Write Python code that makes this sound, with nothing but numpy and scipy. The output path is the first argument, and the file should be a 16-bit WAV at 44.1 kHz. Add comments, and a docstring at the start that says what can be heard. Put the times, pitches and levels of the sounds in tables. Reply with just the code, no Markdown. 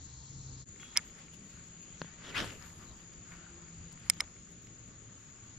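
"""Cicadas drone across a pond over low rumble and far traffic; a katydid buzzes until a short fade at 0.65 s
joins a second moment of the evening. There a cricket trills, sleeves rustle by the chest microphone,
and a spinning rod is handled: the bail snaps open, the rod swishes through a cast, the bail snaps shut.
Insects, cloth, rod and line are noise, grit or tones shaped by resonances; reel and knocks are decaying modes."""
import sys
import numpy as np
from scipy import signal
from scipy.io import wavfile
from scipy.ndimage import uniform_filter1d

SR = 44100
rng = np.random.default_rng(int(sys.argv[2]) if len(sys.argv) > 2 else 0)


def makeup_ratio(level_db):
    """Linear amplitude ratio for a level in decibels (20 dB per factor of ten)."""
    decades = np.asarray(level_db, float) / 20
    return 10 ** decades


def dump_mix(stems):
    """Bounce the given channels to the path in sys.argv[1] as a 16-bit WAV at rate SR."""
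    frames = np.atleast_2d(stems).T  # one column per channel
    limited = np.clip(frames, -1, 1)  # hard clip at full scale
    pcm = np.round(limited * 32767).astype(np.int16)
    wavfile.write(sys.argv[1], SR, pcm)


N = 246122  # length in samples

CUT_S, FADE_S = 0.65, 0.034  # where the two moments join; length of the fade on each side
# rod cutting the air, lift then stroke: (time [s], level [dB], vortex pitch [Hz])
ROD_SWING = [(2.18, -72, 2340), (2.25, -52, 3300), (2.30, -49, 3100), (2.335, -51.5, 1990),
             (2.355, -36, 2160), (2.38, -33.5, 3050), (2.41, -36, 3230), (2.435, -46.5, 3100),
             (2.54, -57, 2700), (2.6, -75, 2400)]


def evened(x):
    """Scales a signal to rms 1."""
    return x / np.sqrt(np.mean(x ** 2) + 1e-20)


def wander(count, size):
    """Slow random drift of rms 1: white noise averaged over size samples."""
    return evened(uniform_filter1d(rng.standard_normal(count), size=size))


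def read(points, hz):
    """Reads a frequency curve, interpolating along log frequency."""
    f, value = np.transpose(points)
    return np.interp(np.log(hz + 1), np.log(f + 1), value)


def curve(rows, t):
    """Interpolates every column of a timed table at the times t."""
    s, *columns = np.transpose(rows)
    return [np.interp(t, s, c) for c in columns]


def sides(x, pan_db):
    """Places a sound in stereo; pan_db is left minus right."""
    return x * makeup_ratio(np.array([pan_db / 2, -pan_db / 2])).reshape(2, -1)


def add(mix, s, sound):
    """Adds a stereo sound to the mix at s seconds."""
    part = mix[:, round(s * SR):][:, :sound.shape[1]]
    part += sound[:, :part.shape[1]]


def resonate(x, hz, width):
    """Shifts the curve hz down to zero, smooths, shifts back: a resonance of gain 1."""
    turn = np.exp(2j * np.pi * np.cumsum(hz * np.ones(x.shape[-1])) / SR)
    r = np.exp(-np.pi * width / SR)
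    return 2 * (turn * signal.lfilter([1 - r], [1, -r], x / turn)).real


def hiss(field_db, size, patchy_db, like=None):
    """Two-port noise from random short-time spectra; field_db(hz, t) sets the colour, rms 1 at 0 dB flat."""
    # (frequency [Hz], left-right likeness [-1 to 1])
    likeness = [(60, 0.95), (150, 0.9), (380, 0.67), (950, 0.37), (2380, 0.36), (5980, 0.021),
                (15000, 0.93)]
    # (frequency [Hz], left minus right [dB])
    balance = [(60, 1), (180, 2), (550, -1.5), (1650, 3.5), (4970, 5.5), (15000, -9)]
    hop = size // 4
    frames, hz = N // hop + 5, np.fft.rfftfreq(size, 1 / SR)[:, None]
    t = (np.arange(frames) * hop / SR)[None]
    a, b, c, d, patches = rng.standard_normal((frames, len(hz), 5)).T
    # smooth the patches across frequency, then across time
    patches = uniform_filter1d(patches, size=size // 64, axis=0)
    patches = evened(uniform_filter1d(patches, size=3000 // hop + 1, axis=1))
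    same = np.clip(read(likeness, hz) if like is None else like, -1, 1)
    lean = makeup_ratio(read(balance, hz) / 2)
    left, other = a + 1j * b, c + 1j * d
    right = same * left + np.sqrt(1 - same ** 2) * other
    z = np.array([left * lean, right / lean]) * makeup_ratio(field_db(hz, t) + patchy_db * patches)
    return signal.istft(z, nperseg=size, noverlap=size - hop)[1][:, :N]


def swells(t, peak_s, fall_s):
    """Power of each swell over time: a rise to the peak, then a slower fall."""
    rise_share = 0.57  # the rise takes this share of the fall time
    # falls below 0.01 s, negative ones included, act as 0.01 s
    u = (t.reshape(-1, 1) - peak_s) / np.maximum(fall_s, 0.01)
    return makeup_ratio(-24 * np.where(u > 0, u, -u / rise_share))


def total_db(shapes, db, rest_db):
    """Sums the powers of all swells and the resting level."""
    return 10 * np.log10(shapes @ makeup_ratio(2 * db) + makeup_ratio(2 * rest_db))


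def glide(t, start, end, hz0, hz1, taper):
    """Pitch line and a smooth on-off window for a sound between two times."""
    u = np.clip((t - start) / (end - start), 0, 1)
    return hz0 + (hz1 - hz0) * u, np.minimum(np.sin(np.pi * u) / taper, 1)


def ring(modes, start, length=0.6):
    """Sums decaying sine modes (Hz, dB, t60 s); start is each phase in cycles, length in seconds."""
    t = np.arange(round(length * SR)) / SR
    return sum(makeup_ratio(db - 60 * t / t60) * np.sin(2 * np.pi * (hz * t + p))
               for (hz, db, t60), p in zip(modes, start))


def air(spectrum, db):
    """The steady evening background: lightly patchy coloured noise at rms level db."""
    return makeup_ratio(db) * evened(hiss(lambda hz, t: read(spectrum, hz) + 0 * t, size=1024, patchy_db=1.2))


def rumble(t):
    """Lumpy low noise of breeze and body that deepens in gusts, and engine tones wavering far away."""
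    # gusts and body bumps, before the trim: (peak time [s], time to fall 12 dB [s], level [dB])
    gusts = [(.45, 0.24, -44.5), (.62, 0.08, -42), (.96, -0.15, -44), (1.96, -0.7, -51.5),
             (2.41, 0.27, -44), (2.84, .25, -45.5), (3.3, 0.8, -57), (3.82, 0.22, -45.5),
             (4.13, 0.17, -46.5), (5.56, 0.04, -48)]
    # far engines: (start [s], end [s], pitch at start [Hz], pitch at end [Hz], level before a 2 dB lift [dB])
    engines = [(-.2, .66, 131, 130, -57), (-.2, .66, 72, 74, -61), (.9, 4.8, 162, 170, -63),
               (2.6, 4.0, 332, 352, -69), (4.5, 5.8, 112, 111, -62), (1.2, 2.2, 198, 202, -66)]
    rest_db, trim_db = -54, -11.5  # resting level, then a trim on all of the low noise
    rest_octave, gust_sag = -0.35, 0.015  # centre in octaves above 100 Hz; octaves lower per dB of gust

    def lumps(hz, s):
        peak_s, fall_s, gust_db = np.transpose(gusts)
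        db = total_db(swells(s, peak_s, fall_s), gust_db, rest_db)
        centre = rest_octave - gust_sag * (db - rest_db)
        return db - 4.23 * (np.log2((hz + 1) / 100) - centre) ** 2

    out = makeup_ratio(trim_db) * hiss(lumps, size=2048, patchy_db=1.8)
    for start, end, hz0, hz1, db in engines:
        hz, window = glide(t, start, end, hz0, hz1, 0.23)
        waver, swell = wander(N, 6000), wander(N, 6000)
        tone = np.sin(2 * np.pi * np.cumsum(hz + 2.48 * waver) / SR)
        out += sides(makeup_ratio(db + 2.0 + 3.93 * swell) * window * tone, 1.3)
    return out


def cicadas(t):
    """Thousands of tymbal clicks a second blur into a band; the ports hear it partly out of step."""
    # (time [s], level before a 0.5 dB cut [dB])
    chorus = [(0.0, -56), (0.81, -55), (1.26, -59.5), (1.86, -56), (2.59, -59.5), (3.6, -57.5), (4.57, -60),
              (5.58, -58.5)]
    # tymbal resonances: (centre [Hz], width [Hz], level [dB])
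    tymbals = [(6760, 150, 1.1), (7022, 515, -2.5)]
    clicks = (rng.random((2, N)) < 3000 / SR) * rng.standard_normal((2, N))
    clicks[1] -= 0.77 * clicks[0]
    band = 0
    for hz, width, db in tymbals:
        narrowed = resonate(resonate(clicks, hz, width), hz, width)
        band = band + makeup_ratio(db) * resonate(narrowed, hz, width * 2)
    band = band / np.sqrt((band ** 2).mean(1))[:, None]
    return sides(band, 7.1) * makeup_ratio(curve(chorus, t)[0] - 0.5)


def katydid(t):
    """Fast rough wing strokes filling one resonance, heard only before the fade."""
    # (resonance [Hz], width [Hz], level [dB])
    buzz = (4200, 800, -66)
    hz, width, db = buzz
    strokes = (rng.random(N) < 1500 / SR) * rng.standard_normal(N)
    voice = evened(resonate(resonate(strokes, hz, width), hz, width))
    return sides(makeup_ratio(db) * voice * (t < CUT_S), 0.91)


def cricket(t):
    """A wavering wing tone switched on for part of each stroke, falling as the stroke slows."""
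    # (time [s], level before a 2.5 dB lift [dB], stroke rate [pulses per s])
    trill = [(.7, -82, 47), (1.2, -73, 47), (2, -72, 47.5), (2.5, -76, 47), (3, -72, 46.5),
             (3.9, -70, 47.5), (4.3, -74, 47), (4.6, -88, 47)]
    wing_hz = 4710
    db, rate = curve(trill, t)
    swell, waver = wander(N, 1500), wander(N, 300)
    phase = 2 * np.pi * np.cumsum(rate) / SR
    stroke = np.maximum(np.sin(phase) + 0.19, 0)
    wing = np.sin(2 * np.pi * np.cumsum(wing_hz + 60 * waver + 150 * np.cos(phase)) / SR)
    return sides(makeup_ratio(db + 3 * swell + 2.5) * stroke * wing * (t > CUT_S), 3.0)


def rustle(t):
    """Each hand or sleeve movement swells cloth noise of its own colour, and a treble hiss heard in patches."""
    # movements: (peak time [s], time to fall 12 dB [s], cloth level before its trim [dB],
    # cloth colour [octaves above 1 kHz], treble hiss level before its lift [dB])
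    moves = [(.83, .15, -58, 0.99, -77), (.99, 0.19, -56.5, .6, -76), (1.19, 0.11, -57, 0.74, -76),
             (1.338, 0.02, -55.5, 1, -67), (1.5, 0.37, -65, 1, -78), (1.62, 0.55, -64.5, 0.35, -95),
             (1.83, -0.13, -59, 0.9, -79.5), (2.03, 0.33, -60, .6, -91), (2.201, 0.42, -59.5, 0.56, -99),
             (2.45, 0.1051, -50, 0.72, -60), (2.65, 0.17, -56, 0.58, -71.5),
             (2.829, 0.1, -54.5, 0.25, -77.5), (3.0, 0.08, -60, 0.33, -78.5),
             (3.13, -0.08, -65.5, 0.33, -75.5), (3.325, 0.13, -58, 0.39, -79.5),
             (3.4, 0.68, -59.5, .3, -95), (3.54, -0.25, -68, .6, -80.5), (3.82, 0.45, -66.5, 0.68, -86),
             (3.925, 0.02, -62, .6, -74.5), (4.06, 0.23, -58, 0.68, -78.5), (4.17, 0.02, -57.5, .75, -81),
             (4.24, -0.2, -55, 0.55, -81), (4.36, -0.4, -66, 0.47, -87), (4.49, 0.27, -81, .7, -81),
             (4.667, 0.08, -69, .53, -82), (4.791, 0.1, -69, .7, -81), (5.1, .4, -73, 0.68, -85),
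             (5.48, 0.9, -65.5, 0.49, -86)]
    # treble hiss of fingers on the grip and line leaving the spool: (frequency [Hz], level [dB])
    fizz_colour = [(5000, -13), (7500, 7), (8500, 4), (10000, -2), (11500, -3.5), (13000, -5.5),
                   (14300, -11.5), (15500, -29.5)]
    still_cloth_db, still_fizz_db = -81, -96.5  # resting levels between movements, before trim and lift
    cloth_trim_db, fizz_lift_db = -11.5, 5.0
    peak_s, fall_s, cloth_db, octave, fizz_db = np.transpose(moves)

    def cloth(hz, s):
        shapes = swells(s, peak_s, fall_s)
        # the colour is an average in which louder movements weigh more
        centre = shapes @ (makeup_ratio(2 * cloth_db) * octave) / (shapes @ makeup_ratio(2 * cloth_db) + 1e-30)
        return total_db(shapes, cloth_db, still_cloth_db) - 3.7 * (np.log2((hz + 1) / 1000) - centre) ** 2

    fizz = evened(hiss(lambda hz, s: read(fizz_colour, hz) + 0 * s, size=512, patchy_db=7.0, like=0.35))
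    coarse_t = t[::64]
    coarse_db = total_db(swells(coarse_t, peak_s, fall_s), fizz_db, still_fizz_db)
    fizz = fizz * makeup_ratio(np.interp(t, coarse_t, coarse_db) + fizz_lift_db)
    fabric = hiss(cloth, size=256, patchy_db=2.5, like=0.24) * makeup_ratio(cloth_trim_db)
    return (fabric + fizz) * (t > CUT_S)


def reel():
    """Each click shakes the reel's modes, most strongly near the colour of the blow; a rattle follows."""
    # what the reel rings with: (frequency [Hz], level [dB], t60 [s])
    reel_modes = [(500, -9.5, 0.052), (1220, -14, 0.035), (1473, -4, 0.015), (1850, -3, 0.014),
                  (2150, 3, 0.0099), (3100, -5, 0.0073), (4000, -2, 0.0034), (4330, -6, 0.0027),
                  (5280, 3, 0.0072), (6360, 1, 0.0041), (6580, -5, 0.0037), (8545, 7, 0.0041),
                  (9870, 0, 0.0038), (10130, 3.5, 0.0024), (11880, -4.5, 0.0063)]
    # clicks: (time [s], level [dB], centre of the blow's colour [Hz], left minus right [dB])
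    blows = [(.761, -46.5, 1900, 0), (.7986, -41, 2600, 3), (0.8305, -39, 1220, -2), (0.832, -45, 2200, 0),
             (.929, -49, 1900, 0), (.9568, -36, 2200, -5.5), (0.9601, -30.5, 2400, -4),
             (.9660, -19, 3200, 6), (0.9732, -24, 6850, -1), (0.9728, -5, 5270, -1.5),
             (0.978, -29.5, 2000, 3.5), (0.982, -26.5, 2840, 4), (0.985, -36.5, 2000, 0.5),
             (0.991, -36, 1500, -2), (1.068, -52, 1700, 2), (1.0982, -50.5, 1850, 4), (1.283, -48, 2180, 6),
             (1.573, -49.5, 1200, 4), (2.2209, -46, 1500, 3), (2.2565, -44, 2500, -2),
             (2.4027, -28, 3050, -11), (2.476, -42, 4500, 0), (2.505, -38, 3300, -2),
             (2.624, -41, 4020, 16), (2.6876, -53, 1500, 1), (2.702, -49, 2100, 1), (2.834, -51, 1300, 15),
             (3.3206, -38, 2050, 2), (3.338, -43, 1430, -1), (3.353, -48, 1070, 9), (3.137, -46, 4200, 4),
             (3.682, -51, 2200, 7), (3.926, -40.5, 8400, 11), (3.974, -47.5, 1690, 0),
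             (3.9974, -50, 8400, 1), (4.0988, -3.5, 7400, 2.5), (4.0997, -10, 4000, 4),
             (4.1003, -29.5, 2230, -3.5), (4.1045, -32.5, 6500, 6.5), (4.1088, -46, 2000, -8),
             (4.135, -40.5, 3970, -1.5), (4.2, -34.5, 6000, 3), (4.2042, -20, 2600, 1),
             (4.2052, -12, 4230, 1), (4.2074, -18, 6540, 5), (4.2108, -39, 2000, 0),
             (4.2166, -41.5, 870, 2), (4.224, -49, 1210, 9), (4.2773, -49.5, 1880, 7),
             (4.364, -48.5, 1880, 6), (4.6713, -44, 3500, 3)]
    # the ringing bail wire: (frequency [Hz], level [dB], t60 [s])
    wire_modes = [(3322, -53.5, .9), (3340, -66, .5), (5620, -62, .7)]
    wire_s = 0.7986  # when the wire starts to ring
    out, t = np.zeros((2, N)), np.arange(2600) / SR
    chance = rng.random((len(blows), len(reel_modes)))
    for (s, db, colour_hz, pan_db), start in zip(blows, chance):
        narrow_db = 7 - 0.17 * db  # loss per octave squared; soft blows reach fewer modes
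        modes = [(hz, m - narrow_db * np.log2(hz / colour_hz) ** 2, t60) for hz, m, t60 in reel_modes]
        click = ring(modes, 0.23 * start, length=len(t) / SR) * np.minimum(t / 0.00054, 1)
        rattle = rng.standard_normal((2, len(t))) * makeup_ratio(-60 * t / 0.013 - 4)
        width = 0.53 * colour_hz
        rattle = resonate(resonate(rattle, colour_hz, width), colour_hz, width)
        add(out, s, sides(makeup_ratio(db) * (click / abs(click).max() + rattle), pan_db))
    wire = ring(wire_modes, [0, 0, 0])
    attack = np.minimum(np.arange(len(wire)) / SR / 0.012, 1)
    add(out, wire_s, sides(wire * attack, 2.0))
    # held to the right: the left port hears the reel a little later and duller
    return np.array([signal.lfilter([0.12, 0.41, 0.087, 0.22], 1, out[0]), out[1]])


def scuffs(t):
    """Skin rubbing on the grip, line slipping off the finger: stick-slip grit in one gliding resonance per rub."""
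    # (start [s], end [s], pitch at start [Hz], pitch at end [Hz], width [Hz], level [dB])
    rubs = [(1.718, 2.0, 2510, 3220, 800, -71.5), (1.963, 2.024, 6460, 5900, 900, -64),
            (2.85, 2.932, 4150, 3800, 500, -70), (2.352, 2.376, 1870, 2870, 500, -45),
            (2.604, 2.679, 1500, 1220, 1500, -61.5), (2.787, 2.85, 1170, 1290, 900, -65.5),
            (3.24, 3.55, 1500, 1410, 358, -65.5), (4.197, 4.234, 1290, 535, 500, -59.5)]
    out = np.zeros((2, N))
    grit = (rng.random(N) < 2500 / SR) * rng.standard_normal(N)
    for start, end, hz0, hz1, width, db in rubs:
        near = (t > start - 0.1) & (t < end + 0.1)
        hz, window = glide(t[near], start, end, hz0, hz1, 0.51)
        rub = evened(resonate(resonate(grit[near], hz, width), hz, width))
        add(out, t[near][0], sides(makeup_ratio(db) * window * rub, 10.6))
    return out


def knocks():
    """Dull knocks through the rod butt: a short snap, then the hollow body swings a few cycles."""
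    # (time [s], snap gain [dB], thud gain [dB])
    bumps = [(2.017, -22.5, -50), (2.046, -41, -55), (2.444, -27, -52)]
    # modes as (Hz, dB, t60 s)
    snap_modes = [(1500, 0, 0.005), (1000, -3, 0.006), (550, -6, 0.009), (2500, -5, 0.004), (4300, -10, 0.008)]
    thud_modes = [(164, 9, 0.07), (250, 4, 0.04)]
    out, t = np.zeros((2, N)), np.arange(3000) / SR
    snap = ring(snap_modes, np.zeros(5), length=len(t) / SR)
    thud = ring(thud_modes, [0.3, 0.1], length=len(t) / SR)
    attack = np.minimum(t / 0.00031, 1)
    for s, snap_db, thud_db in bumps:
        add(out, s, sides((makeup_ratio(snap_db) * snap + makeup_ratio(thud_db) * thud) * attack, 4.0))
    return out


def swish(t):
    """Vortices shed off the rod: pitch glides up and down along the swing; the thicker butt sheds lower."""
    # a low flutter trails the tip: lag, loudest level, dB per dB of the tip
    flutter_lag_s, flutter_db, flutter_follow = 0.025, -40.5, 0.72
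    out, t = np.zeros((2, N)), t[(t > 2.1) & (t < 2.75)]
    db, hz = curve(ROD_SWING, t)
    late_db = curve(ROD_SWING, t - flutter_lag_s)[0]

    def band(f, width):
        noise = rng.standard_normal((3, len(t)))
        partly_shared = noise[:2] * 0.7 + noise[2]
        return evened(resonate(resonate(partly_shared, f, width), f, width))

    tip, butt = band(hz, 1000), band(1470, 1260)
    whoosh = tip + 1.04 * butt + 0.45 * band(hz * 1.6, 2450) + 0.057 * band(10000, 3500)
    roughness = makeup_ratio(1.5 * wander(len(t), 120))
    first_s, last_s = ROD_SWING[0][0], ROD_SWING[-1][0]
    gate = np.interp(t, [first_s - 0.02, first_s, last_s, last_s + 0.1], [0, 1, 1, 0])
    flutter = band(253, 500) * makeup_ratio(flutter_db + flutter_follow * (late_db - late_db.max()))
    add(out, t[0], gate * (sides(evened(whoosh * roughness) * makeup_ratio(db), 3) + flutter))
    return out


def spool(t):
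    """Loops of line slap the rim and guides as fine grit, dying away as the cast slows."""
    # line whipping off: (peak time [s], time to fall 12 dB [s], level [dB], resonance [Hz], width [Hz])
    line_run = (2.5, 0.48, -70.5, 11500, 4503)
    peak_s, fall_s, db, hz, width = line_run
    grit = (rng.random((2, N)) < 9000 / SR) * rng.standard_normal((2, N))
    onset = np.clip((t - ROD_SWING[0][0]) / 0.2, 0, 1) ** 2
    swell = np.sqrt(swells(t, peak_s, fall_s)[:, 0]) * onset
    return makeup_ratio(db) * swell * evened(resonate(resonate(grit, hz, width), hz, width))


def scene():
    """Joins the two moments with a fade, then adds the handling of the rod."""
    # background before the fade: (frequency [Hz], relative level [dB])
    air_before = [(15, -26), (25, -11), (64, -3.5), (132, -7.5), (160, -16), (299, -8), (345, -22),
                  (483, -16), (532, -25.5), (1020, -19.5), (2550, -28), (4220, -23.5), (6060, -17.5),
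                  (6840, -15.5), (7900, -67), (10300, -85), (17400, -120)]
    # background after the fade: (frequency [Hz], relative level [dB])
    air_after = [(15, -36), (25, 2), (104, -17.5), (185, -1), (258, -6.5), (345, -9), (694, -19),
                 (949, -24.5), (1150, -17), (2430, -20.5), (4540, -23.5), (6060, -23), (6840, -5),
                 (7900, -36), (10300, -92.5), (17400, -120)]
    t = np.arange(N) / SR
    background = np.where(t < CUT_S, air(air_before, -56), air(air_after, -57))
    fade = np.clip(abs(t - CUT_S) / FADE_S, 0.1, 1)  # down to a tenth and up again
    insects = cicadas(t) + katydid(t) + cricket(t)
    evening = fade * (background + rumble(t) + insects + rustle(t))
    return evening + reel() + scuffs(t) + knocks() + swish(t) + spool(t)


def top_cut(x):
    """Nothing passes above the cut-off."""
    return signal.sosfilt(signal.butter(12, 16640, fs=SR, output="sos"), x)


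def record(dry):
    """The microphone's treble falls away steeply, and treble bands drop out wherever they are faint."""
    drop_hz, faint_db, drop_gain_db = 7650, -103, -35  # only above this pitch; threshold per bin; gain when out
    heard = signal.sosfilt(signal.butter(8, 15200, fs=SR, output="sos"), dry)
    hz, _, z = signal.stft(heard, SR, nperseg=1024, noverlap=768)
    # mean power per bin in bands of 16 bins, both channels together
    band = np.arange(len(hz)) // 16
    power = np.add.reduceat((abs(z) ** 2).mean(0), np.arange(0, len(hz), 16), axis=0)[band] / 16
    level_db = 10 * np.log10(uniform_filter1d(power, size=3, axis=1) + 1e-20)
    dropped = np.clip((faint_db - level_db) / 1.1, 0, 1) * (hz > drop_hz)[:, None]
    thinned = signal.istft(z * makeup_ratio(drop_gain_db * dropped), nperseg=1024, noverlap=768)[1][:, :N]
    return top_cut(thinned)


dry = scene()
out = record(dry)
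dump_mix(out)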